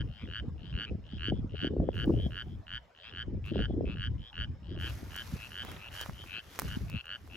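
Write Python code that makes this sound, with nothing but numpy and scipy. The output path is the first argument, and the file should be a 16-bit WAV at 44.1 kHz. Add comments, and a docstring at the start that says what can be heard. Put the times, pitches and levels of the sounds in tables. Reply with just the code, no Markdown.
"""Small frogs' creaks are heard first: comb-like pulse runs that quicken and climb, in several voices.
Each pulse rings the vocal sac as decaying sines; water and banks return the calls.
Wind is lumpy shaped noise with sinking sine buffets; the field hisses and a far insect buzzes thinly.
Dry grass rustles as shaped noise and snaps under the walker: noise cracks over sine knocks; a shoe scuffs."""
import sys
import numpy as np
from scipy import signal
from scipy.fft import rfft, irfft
from scipy.io import wavfile
from scipy.ndimage import uniform_filter1d

SR = 44100
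rng = np.random.default_rng(int(sys.argv[2]) if len(sys.argv) > 2 else 0)


def inscribe(sig):
    """Save sig as 16-bit PCM at rate SR to the path in sys.argv[1].

    A 1-D sig is mono; a 2-D sig holds one channel per row.
    Samples are clipped to [-1, 1] before scaling.
    """
    pcm = np.round(np.clip(np.atleast_2d(sig).T, -1, 1) * 32767)
    wavfile.write(sys.argv[1], SR, pcm.astype(np.int16))


N = 324576

# phase lead of the left microphone port: frequency_hz, lead_radians
PORT_PHASE = [(0, 0), (4000, .5), (7700, -.6), (16500, -12.6)]


def amp(db):
    """Turn decibels into a gain."""
    return 10 ** (np.asarray(db) / 20)


def pan(left_right_db):
    """Left and right gains this many decibels apart; positive leans left."""
    return amp([[left_right_db / 2], [-left_right_db / 2]])


def evened(x):
    """Scale to an RMS of one."""
    return x / np.sqrt(np.mean(x ** 2) + 1e-20)


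def read_spectrum(points, hz):
    """Read a colour in dB along log frequency, 20 dB lower outside its ends."""
    point_hz, point_db = np.transpose(points)
    return np.interp(np.log(hz + 1), np.log(point_hz + 1), point_db, left=point_db[0] - 20, right=point_db[-1] - 20)


def curve(rows, column):
    """Draw one column of a timed table as straight lines over the scene."""
    rows = np.array(rows)
    return np.interp(np.arange(N) / SR, rows[:, 0], rows[:, column])


def add(mix, start_s, sound, left_right_db):
    """Place a panned sound in the mix, trimmed at both ends of the scene."""
    at = round(start_s * SR)
    part = mix[:, max(at, 0):max(at + sound.shape[-1], 0)]
    panned = sound * pan(left_right_db)
    part += panned[:, max(-at, 0):][:, :part.shape[1]]


def noise(spectrum, size, flicker_db, patchy_db):
    """Stereo noise of a given colour and unit RMS, with flicker common to all bins and drifting patches."""
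    # likeness of the two channels: frequency_hz, left_right_likeness (0 to 1)
    likeness = [(60, 0.7), (120, 0.7), (240, 0.82), (480, 0.7), (950, .2), (1900, 0.8), (3800, 0.3),
                (7500, 0.72), (15000, .85)]
    frames, hz = 4 * N // size + 5, np.fft.rfftfreq(size, 1 / SR)
    a, b, c, d, patches = rng.standard_normal((frames, len(hz), 5)).T
    flicker = evened(uniform_filter1d(patches[0], size=3))
    patches = uniform_filter1d(uniform_filter1d(patches, size=4, axis=0), size=6, axis=1)
    patches = evened(patches)
    likeness_hz, share = np.transpose(likeness)
    same = np.interp(np.log(hz + 1), np.log(likeness_hz), share)[:, None]
    left = a + 1j * b
    right = same * left + np.sqrt(1 - same ** 2) * (c + 1j * d)
    right *= np.exp(-1j * np.interp(hz, *np.transpose(PORT_PHASE)))[:, None]
    colour_db = read_spectrum(spectrum, hz)[:, None] + flicker_db * flicker + patchy_db * patches
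    bins = np.array([left, right]) * amp(colour_db)
    return evened(signal.istft(bins, nperseg=size, noverlap=3 * size // 4)[1][:, :N])


def sac_ring(ring_hz, decay_ms, linger_share, lead_ms, flap):
    """One mode of the vocal sac: a sine with a soft swell, quick fade and slower lingering ring."""
    t_ms = 1000 * np.arange(800) / SR
    late_ms = np.maximum(t_ms - np.array([[0], [lead_ms]]), 0)  # the right channel comes later
    u = late_ms / decay_ms
    burst = (u / 3) ** 3 * np.exp(3 - u)
    linger = linger_share * u ** 4 / (u ** 4 + 256) * np.exp(-late_ms / 2.02) * flap  # 2.02 ms decay
    return (burst + linger) * np.sin(2 * np.pi * ring_hz * late_ms / 1000)


def call(last_s, pulses, quick, level_db, upper_hz, voice):
    """A pulse train counted back from its end: earlier gaps are longer, earlier pitch is lower."""
    # rings of the vocal sac: multiple of the upper ring, pitch_glide_share, level_db, decay_ms,
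    # linger_share, share of the call's left-right, left_bias_db, left_lead_ms
    sac = [(0.526, 0.01, -1, 0.46, .12, 0.2, -3.5, 0.0084),
           (0.74, 0.055, -16.5, 0.29, 0.25, 0.57, 3.5, 0.0068), (1, 0.086, 2, 0.5, 0.66, 0.46, 2.5, 0.066),
           (1.16, 0.062, -13, 0.36, 1, 0.53, 0.5, 0.092), (1.529, 0.17, -16.5, 0.36, 0.15, 3.7, 6, 0.067),
           (1.9, 0.025, -33.5, 0.45, 0.22, 2.3, 3, 0.13), (2.12, 0.08, -40.5, 0.4, 0.23, 2.7, -0.5, 0.03),
           (2.54, 0.03, -39.5, 0.4, 0.26, 2.3, 3.5, 0.044)]
    swell_fall_db, swell_bend, peak_at, last_dip_db = -22, 1.4, 0.3, -12  # peak_at: share before the end
    climb_s, climb_bend = 0.14, 1.2  # time scale of the climb; its levelling off
    gap_ms, slow, spread, lower_db, side_db, top_db, left_right_db, ring, climb, swell, closing_db = voice
    back = np.arange(24)
    gaps_s = gap_ms * (1 + slow / (1 + np.exp((quick - back) / spread))) / 1000
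    # seconds before the last full pulse; entry 0 is the closing pulse, one gap after it
    before_s = np.append(-gaps_s[0], np.cumsum(gaps_s) - gaps_s)
    length_s = before_s[round(pulses)]
    chance = rng.standard_normal((25, 2 + len(sac)))
    colour_db = 2 * rng.standard_normal((25, len(sac)))  # each ring's strength varies between pulses
    flap = 1 + 0.23 * evened(uniform_filter1d(rng.standard_normal((25, 800)), size=30))  # uneven skin
    out = np.zeros((2, round((length_s + .04) * SR)))
    for k in range(round(pulses) + 1):
        early = max(before_s[k] / max(length_s, 1 / SR), 0)  # 0 at the end of the call, 1 at its start
        rise_db = swell * swell_fall_db * max(early - peak_at, 0) ** swell_bend
        pulse_db = level_db + rise_db + last_dip_db * max(peak_at - early, 0) + 0.8 * chance[k, 0]
        ring_length = ring * (1 - 0.35 * early)  # the first pulses ring shorter
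        climbed = climb * (.15 - abs(before_s[k] / climb_s) ** climb_bend)
        peak_s = .003 + length_s - before_s[k] + .0001 * chance[k, 1]
        for row, wobble, tint_db in zip(sac, chance[k, 2:], colour_db[k]):
            multiple, glide, ring_db, decay_ms, linger_share, side, bias_db, lead_ms = row
            ring_hz = multiple * upper_hz * (1 + glide * climbed + 0.0058 * wobble)
            tone = sac_ring(ring_hz, decay_ms * ring_length, linger_share, lead_ms, flap[k])
            shade_db = 0
            if multiple < 2 / 3:
                shade_db = lower_db
            elif multiple < 4 / 5:
                shade_db = 6.5 * early  # the first pulses fill the gap between the two main rings
            elif multiple > 4 / 3:
                shade_db = top_db - early  # and their top rings are weaker
            elif multiple > 21 / 20:
                shade_db = side_db
            if k == 0:  # the closing pulse is dull
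                shade_db += closing_db * (1 if multiple < 2 / 3 else 2)
            if multiple != 1:
                shade_db += tint_db
            gain = amp(pulse_db + ring_db + shade_db)
            add(out, peak_s - .0013 * ring_length, gain * tone, side * left_right_db + bias_db)
    return last_s - length_s - .003, out


def banks(x, t60, far_t60, far_db):
    """Scattered returns from near and far banks, water and grass: fading random taps, new for each call."""
    t = np.arange(10000) / SR
    fade = amp(-60 * t / t60) + amp(far_db - 60 * t / far_t60)
    taps = rng.standard_normal((2, len(t))) * fade * np.minimum(t / 0.004, 1)
    taps /= np.sqrt((taps ** 2).sum(1, keepdims=True))
    return signal.fftconvolve(x, taps, axes=1)


def frogs():
    """Every frog call, heard directly, thrown back once by the water and scattered by the banks."""
    # each kind of call, as voiced and placed ("low" and "plain" may be one frog):
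    # quick_gap_ms, slow gaps longer by share, pulses the quickening takes,
    # lower_ring_db, side_ring_db, top_rings_db, left_right_db, ring length factor, climb factor,
    # share of the swell, closing_pulse_db, bank_echo_db
    voices = {"near": (7.75, .63, 1.5, -4, 0, 0, -0.5, 1.25, 0.85, .95, -7, -16),
              "low": (7.25, .7, 2.8, -8, 7, -2, 4.5, 0.7, 1.7, .4, -25, -11),
              "plain": (7.25, .7, 2.8, -13, 6, -5, 4.5, 1.15, 0.9, 1, -30, -12),
              "far": (8.5, .52, 1.5, -8, 6, -1, 5.5, .95, 1.3, .6, -12, -7),
              "thin": (7.9, .62, 1.5, -17, 1, -4, 1.5, 1.35, 1.3, .9, -6, -9),
              "faint": (8.5, .52, 1.5, -25.5, 0, 0, -2.5, 1, 0.1, .6, -20, -6)}
    # croaks: last_full_pulse_s, pulse count, quick pulses at the end, level_db, upper_ring_hz, kind of call
    croaks = [(0.016, 12, 9.8, -36.5, 3040, "near"), (0.2218, 15, 7.3, -49.5, 3140, "far"),
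              (0.268, 8, 4, -53, 3330, "faint"), (0.2413, 7, 3.7, -47, 2370, "low"),
              (0.256, 1, 1.7, -46, 1970, "low"), (0.3985, 13, 5.4, -34.5, 3016, "near"),
              (0.7148, 13, 4.2, -48, 3120, "far"), (0.8502, 13, 5.44, -32, 2980, "near"),
              (0.8956, 7, 5, -43.5, 2530, "plain"), (1.1781, 14, 6.4, -48, 3200, "far"),
              (1.2995, 12, 4.1, -29.5, 2990, "near"), (1.394, 10, 3, -55.5, 3320, "faint"),
              (1.637, 14, 5.5, -46.5, 3170, "far"), (1.677, 13, 5.6, -31, 3005, "near"),
              (1.951, 11, 0.42, -55.5, 3270, "faint"), (2.0425, 12, 5.15, -33, 2966, "near"),
              (2.2666, 14, 4.6, -42.5, 3200, "thin"), (2.4218, 12, 4.56, -34.5, 3015, "near"),
              (2.551, 10, 1.64, -59, 3270, "faint"), (2.7789, 12, 5.4, -34, 3054, "near"),
              (3.0953, 8, 6.3, -42, 2660, "low"), (3.104, 16, 8.5, -46.5, 3270, "far"),
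              (3.2268, 12, 4.57, -34.5, 3037, "near"), (3.5079, 8, 4.1, -40, 2730, "low"),
              (3.605, 13, 4.7, -46, 3300, "far"), (3.6558, 12, 5, -33.5, 3000, "near"),
              (3.733, 8, 2.5, -59.5, 3340, "faint"), (3.9418, 10, 4.7, -40, 2720, "low"),
              (4.0727, 12, 4.72, -33.5, 3020, "near"), (4.2996, 13, 6.9, -46, 3270, "thin"),
              (4.4454, 12, 4.34, -33, 3000, "near"), (4.753, 12, 4.1, -49, 3160, "far"),
              (4.877, 12, 4.75, -34.5, 3050, "near"), (4.907, 10, 6.8, -39.5, 2750, "low"),
              (5.2201, 12, 4.8, -35.5, 3040, "near"), (5.4702, 14, 6.8, -40, 2690, "plain"),
              (5.6277, 13, 5.7, -34, 3050, "near"), (5.7146, 10, 8.1, -47, 3220, "faint"),
              (5.8847, 13, 6.4, -40.5, 2710, "plain"), (6.0353, 13, 6.1, -36, 3050, "near"),
              (6.235, 11, 4.8, -44.5, 3110, "thin"), (6.391, 14, 5.6, -34.5, 2664, "plain"),
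              (6.402, 12, 3.3, -39, 3050, "near"), (6.569, 12, 1.8, -54, 3350, "faint"),
              (6.757, 12, 4.6, -38.5, 2950, "near"), (7.01, 14, 5.8, -36.5, 2730, "plain"),
              (7.1585, 12, 4.4, -34, 2947, "near"), (7.4069, 12, 5.3, -37.5, 2820, "plain")]
    # the microphone turns: time_s, upper_over_lower_rings_db, left_right_shift_db
    turn = [(0.0, -5, -0.5), (1.4, 1, -2.5), (2.401, -4.5, -2), (4.001, -2.5, -1.5), (5.3, -2.5, 0.5),
            (6.0, -3, -4.5), (6.5, -2, 2.5), (7.36, -3.5, -2)]
    out = np.zeros((2, N))
    turn_s, upper_db, shift_db = np.transpose(turn)
    for last_s, pulses, quick, level_db, upper_hz, kind in croaks:
        *voice, echo_db = voices[kind]
        voice[3] -= np.interp(last_s, turn_s, upper_db)  # lower ring
        voice[6] += np.interp(last_s, turn_s, shift_db)  # left-right
        start_s, sound = call(last_s, pulses, quick, level_db, upper_hz, voice)
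        add(out, start_s, sound, 0)
        add(out, start_s + 0.0042, amp(-13.5) * sound, 0)  # the water surface
        add(out, start_s, amp(echo_db) * banks(sound, t60=0.035, far_t60=0.34, far_db=-19), 0)
    return out


def buffet(pitch_hz, edge_db, turn):
    """An eddy at the ports: a swelling, sinking sine, with a sharper edge that is strongest early."""
    u = np.linspace(0, 1, round(2.6 / pitch_hz * SR))  # lasts 2.6 periods of the middle pitch
    shape = np.sin(np.pi * u) ** 2
    sink = 2 ** (1.8 * (.5 - u))  # falls 1.8 octaves
    apart = np.array([[0], [0.51 * (turn[1] - .5)]])  # the eddy reaches the ports in different phase
    wobble = np.sin(2 * np.pi * (np.cumsum(pitch_hz * sink) / SR + turn[0] + apart))
    edge_cycles = np.cumsum(600 * sink ** 0.36) / SR + turn[2] + apart
    edge = 3.6 * shape ** 2 * (1 - u) ** 3 * np.sin(2 * np.pi * edge_cycles)
    return shape * (wobble + amp(edge_db) * edge * pan(7))


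def wind():
    """Wind pressure at the ports: lumpy rumble, brighter flutter and short buffets, softly flattened."""
    # wind at the ports: time_s, rumble_db, flutter_db
    gusts = [(0.0, -37.5, -52), (0.04, -32.5, -42), (0.2, -53, -85), (0.24, -41.5, -43.5),
             (0.37, -49.5, -65.5), (0.41, -35.5, -48.5), (0.69, -44.5, -65), (0.76, -35, -51),
             (0.86, -55, -59.5), (0.92, -32, -40.5), (1.11, -50, -74), (1.15, -33.5, -53),
             (1.19, -41.5, -63.5), (1.27, -42, -49.5), (1.3, -39, -45.5), (1.33, -30, -27),
             (1.35, -32, -57), (1.45, -32, -49), (1.5, -47, -70), (1.54, -37, -41), (1.6, -46.5, -75),
             (1.64, -31.5, -34), (1.7, -35.5, -41), (1.8, -34.5, -30.5), (1.92, -37, -43.5),
             (2.03, -35, -38), (2.09, -28, -30.5), (2.46, -45, -61.5), (2.58, -35.5, -49.5),
             (2.64, -58.5, -76), (2.73, -42, -73), (2.93, -74, -81), (3.24, -42.5, -58.5), (3.34, -32, -41),
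             (3.46, -45.5, -67), (3.52, -42, -39.5), (3.61, -28.5, -37), (3.65, -43.5, -49.5),
             (3.81, -32, -30.5), (3.85, -32.5, -38.5), (4.06, -41, -58.5), (4.16, -30.5, -50.5),
             (4.28, -60, -84), (4.39, -38, -60), (4.65, -47, -62), (4.73, -36, -45), (4.84, -40, -52),
             (5.31, -45.5, -64), (5.35, -34.5, -46.5), (5.41, -53, -68), (5.74, -47.5, -52),
             (5.84, -56, -100), (6.11, -43.5, -53.5), (6.13, -41, -63), (6.52, -67.5, -63.5),
             (6.66, -33, -45), (6.72, -36.5, -66), (6.79, -47.5, -46.5), (6.87, -36, -60), (6.91, -45, -64),
             (6.95, -35, -43), (6.97, -40, -70), (7.01, -64, -68.5), (7.36, -43.5, -58.5)]
    # colours of the two noises: frequency_hz, level_db per Hz (relative)
    rumble, flutter = [(8.8, -82.5), (22, -37.5), (44, 1.5), (70, 12), (210, -6.5), (326, -19), (368, -31),
                       (400, -29), (520, -61.5), (880, -120)], [(71, -38.5), (120, -10), (259, -1.5), (286, 1), (439, -8.5),
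                                       (680, -25), (1090, -52), (1300, -58), (1690, -62.5), (2860, -120)]
    # single buffets: time_s, level_db, middle_pitch_hz, edge_gain_db
    buffets = [(0.238, -33.5, 213, -36), (0.481, -29.5, 193, -49), (0.949, -29, 158, -27),
               (1.135, -30.5, 193, -20), (1.286, -25, 253, -32), (1.324, -18, 260, -6),
               (1.392, -28.5, 208, -41), (1.446, -26, 226, -32), (1.631, -26.5, 244, -31),
               (1.649, -20, 302, -10), (1.674, -23.5, 262, -19), (1.769, -21.5, 371, -29),
               (1.801, -21, 198, -5.5), (1.891, -18, 400, 2), (2.079, -15, 234, -32),
               (2.141, -20.5, 217, -13), (2.181, -25.5, 298, -45), (2.263, -22.5, 181, -10.5),
               (3.283, -30, 270, -23), (3.331, -31, 243, -52), (3.517, -25, 216, -18),
               (3.56, -24, 400, -0.5), (3.591, -24, 184, -6.5), (3.708, -26, 234, -4.5),
               (3.738, -27, 239, -13), (3.768, -28, 260, -22), (3.812, -20.5, 416, -37),
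               (3.897, -26.5, 194, -21), (4.149, -42, 115, -31), (4.721, -32.5, 256, -31),
               (5.031, -34.5, 250, -7.5), (5.336, -25.5, 151, -38), (6.09, -31, 151, -19),
               (6.649, -27, 117, -35), (6.771, -23.5, 197, -40), (6.943, -27.5, 178, -36)]
    lump_s, left_right_db, port_limit = 0.046, 1, 0.2
    lumps = rng.standard_normal(round(N / SR / lump_s) + 2)
    lumps_db = 2.5 * np.interp(np.arange(N) / SR / lump_s, np.arange(len(lumps)), lumps)
    out = amp(curve(gusts, 1) + lumps_db) * noise(rumble, size=2048, flicker_db=2.5, patchy_db=2.0)
    out += amp(curve(gusts, 2) + lumps_db) * noise(flutter, size=512, flicker_db=5.0, patchy_db=3.5)
    out *= pan(left_right_db)
    for (time_s, level_db, pitch_hz, edge_db), turn in zip(buffets, rng.random((len(buffets), 3))):
        add(out, time_s - 0.00407, amp(level_db) * buffet(pitch_hz, edge_db, turn), left_right_db)
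    return port_limit * np.tanh(out / port_limit)  # the ports flatten the strongest pressure


def field_hiss():
    """The open field's faint, steady bed of shaped noise."""
    # colour of the field: frequency_hz, level_db per Hz (relative)
    colour = [(88, -37), (150, -20), (303, -37), (378, -13.5), (571, -3.5), (938, -7.5), (1370, -12.5),
              (2290, -18), (3010, -21.5), (3760, -22.5), (5290, -31), (7850, -35), (9000, -82),
              (11700, -103), (19800, -120)]
    return amp(-65) * noise(colour, size=1024, flicker_db=1.0, patchy_db=4.5)


def insect():
    """A far insect's thin buzz: a narrow band of noise that comes and goes."""
    # buzz: time_s, level_db
    buzz = [(0.0, -82), (1.9, -88), (2.09, -78), (2.7, -88.5), (4.7, -80.5), (4.9, -100)]
    # colour of the wings: frequency_hz, level_db per Hz (relative)
    wings = [(4900, -16.5), (5200, 6), (5350, -3), (5500, -12), (5800, -7.5)]
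    return amp(curve(buzz, 1)) * noise(wings, size=512, flicker_db=1.4, patchy_db=.6)


def snap(knock_db, left_right_db):
    """A stalk breaking: a bright noise crack, panned less, over a short sine knock."""
    t = np.arange(500) / SR
    lag = np.exp(-1j * np.interp(np.fft.rfftfreq(len(t), 1 / SR), *np.transpose(PORT_PHASE)))
    grains = rng.uniform(-1, 1, (3, len(t)))
    crack = grains[0] + 0.9 * grains[1:]  # a shared part, and one differing between ports
    crack *= 1.6 * np.minimum(t / .0005, 1) * np.exp(-t / .0013)
    crack[1] = irfft(rfft(crack[1]) * lag, len(t))
    u = t / 0.00017
    knock = np.sin(2 * np.pi * 980 * rng.uniform(1.0, 1.01) * t) * u ** 2 * np.exp(2 - u) / 2
    return crack * pan(0.37 * left_right_db) + amp(knock_db) * knock * pan(left_right_db)


def grass():
    """Dry grass underfoot: crackly rustling noise, a shoe's duller scuff and snapping stalks."""
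    # rustle of the grass and scuff of the shoe on the ground: time_s, level_db
    rustle, scuff = [(0.0, -78.5), (0.8, -87.5), (1.91, -86.5), (1.95, -65), (2.2, -69), (2.45, -74),
                     (2.6, -80), (3.42, -90), (3.46, -62), (3.56, -85.5), (4.2, -81.5), (4.77, -88),
                     (4.8, -58), (4.9, -52), (5.05, -58), (5.2, -53.5), (5.35, -53), (5.55, -59),
                     (5.72, -56), (5.9, -64), (5.94, -49.5), (6.02, -48), (6.12, -59), (6.27, -58),
                     (6.4, -65), (6.55, -54), (6.66, -51), (6.78, -56), (7.05, -71.5), (7.36, -63)], [(5.5, -100), (5.55, -69), (5.686, -47.5), (5.854, -58.5),
                                     (6.056, -56.5), (6.2, -90), (6.3, -100)]
    # their colours: frequency_hz, level_db per Hz (relative)
    blades, soil = [(300, 3), (700, 8.5), (1500, 11.5), (3500, 5), (6000, 4.5), (8000, -4.5), (11000, 1.5),
                    (15000, -2.5), (16000, -15)], [(150, -19), (400, -2.5), (800, -4), (1500, -4.5), (2500, -9),
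                                   (4000, -13.5)]
    # stalks snapping: start_s, level_db, knock_gain_db, left_right_db
    snaps = [(2.0582, -53, -6, -9), (5.134, -51, 2, -15), (5.1628, -34.5, -8.5, -11), (5.6345, -50, 3, -5),
             (5.6494, -40.5, 0, -6), (5.6682, -51, -5, -4), (5.716, -41, -4, -5), (6.013, -29.5, -9, -7),
             (6.0614, -48.5, 12.5, -6), (6.096, -54, 19, -5), (6.24, -54.5, 10, -9),
             (6.5902, -24.5, -2.5, -8.5), (6.596, -23, -11.5, 1), (6.6191, -33, -0.5, -8),
             (6.6334, -45, -15, -2), (6.85, -56, -4, -11), (6.8988, -40.5, -4, -8), (7.056, -52, -22, -4),
             (7.276, -54, 4, -7)]
    out = amp(curve(rustle, 1)) * noise(blades, size=256, flicker_db=1.5, patchy_db=1.0)
    out += amp(curve(scuff, 1)) * noise(soil, size=256, flicker_db=2.5, patchy_db=3.0)
    for start_s, level_db, knock_db, left_right_db in snaps:
        add(out, start_s, amp(level_db) * snap(knock_db, left_right_db), 0)
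    return out


def scene():
    """Sum the frogs, wind, field, insect and grass."""
    return frogs() + wind() + field_hiss() + insect() + grass()


def record(dry):
    """A 4 ms fade-in, then the recorder's band limit at 16.2 kHz."""
    faded = dry * np.minimum(np.arange(N) / (.004 * SR), 1)
    low_pass = signal.firwin(511, 16200, window=("kaiser", 9), fs=SR)
    return signal.oaconvolve(faded, low_pass[None], "same", axes=1)


dry = scene()
out = record(dry)
inscribe(out)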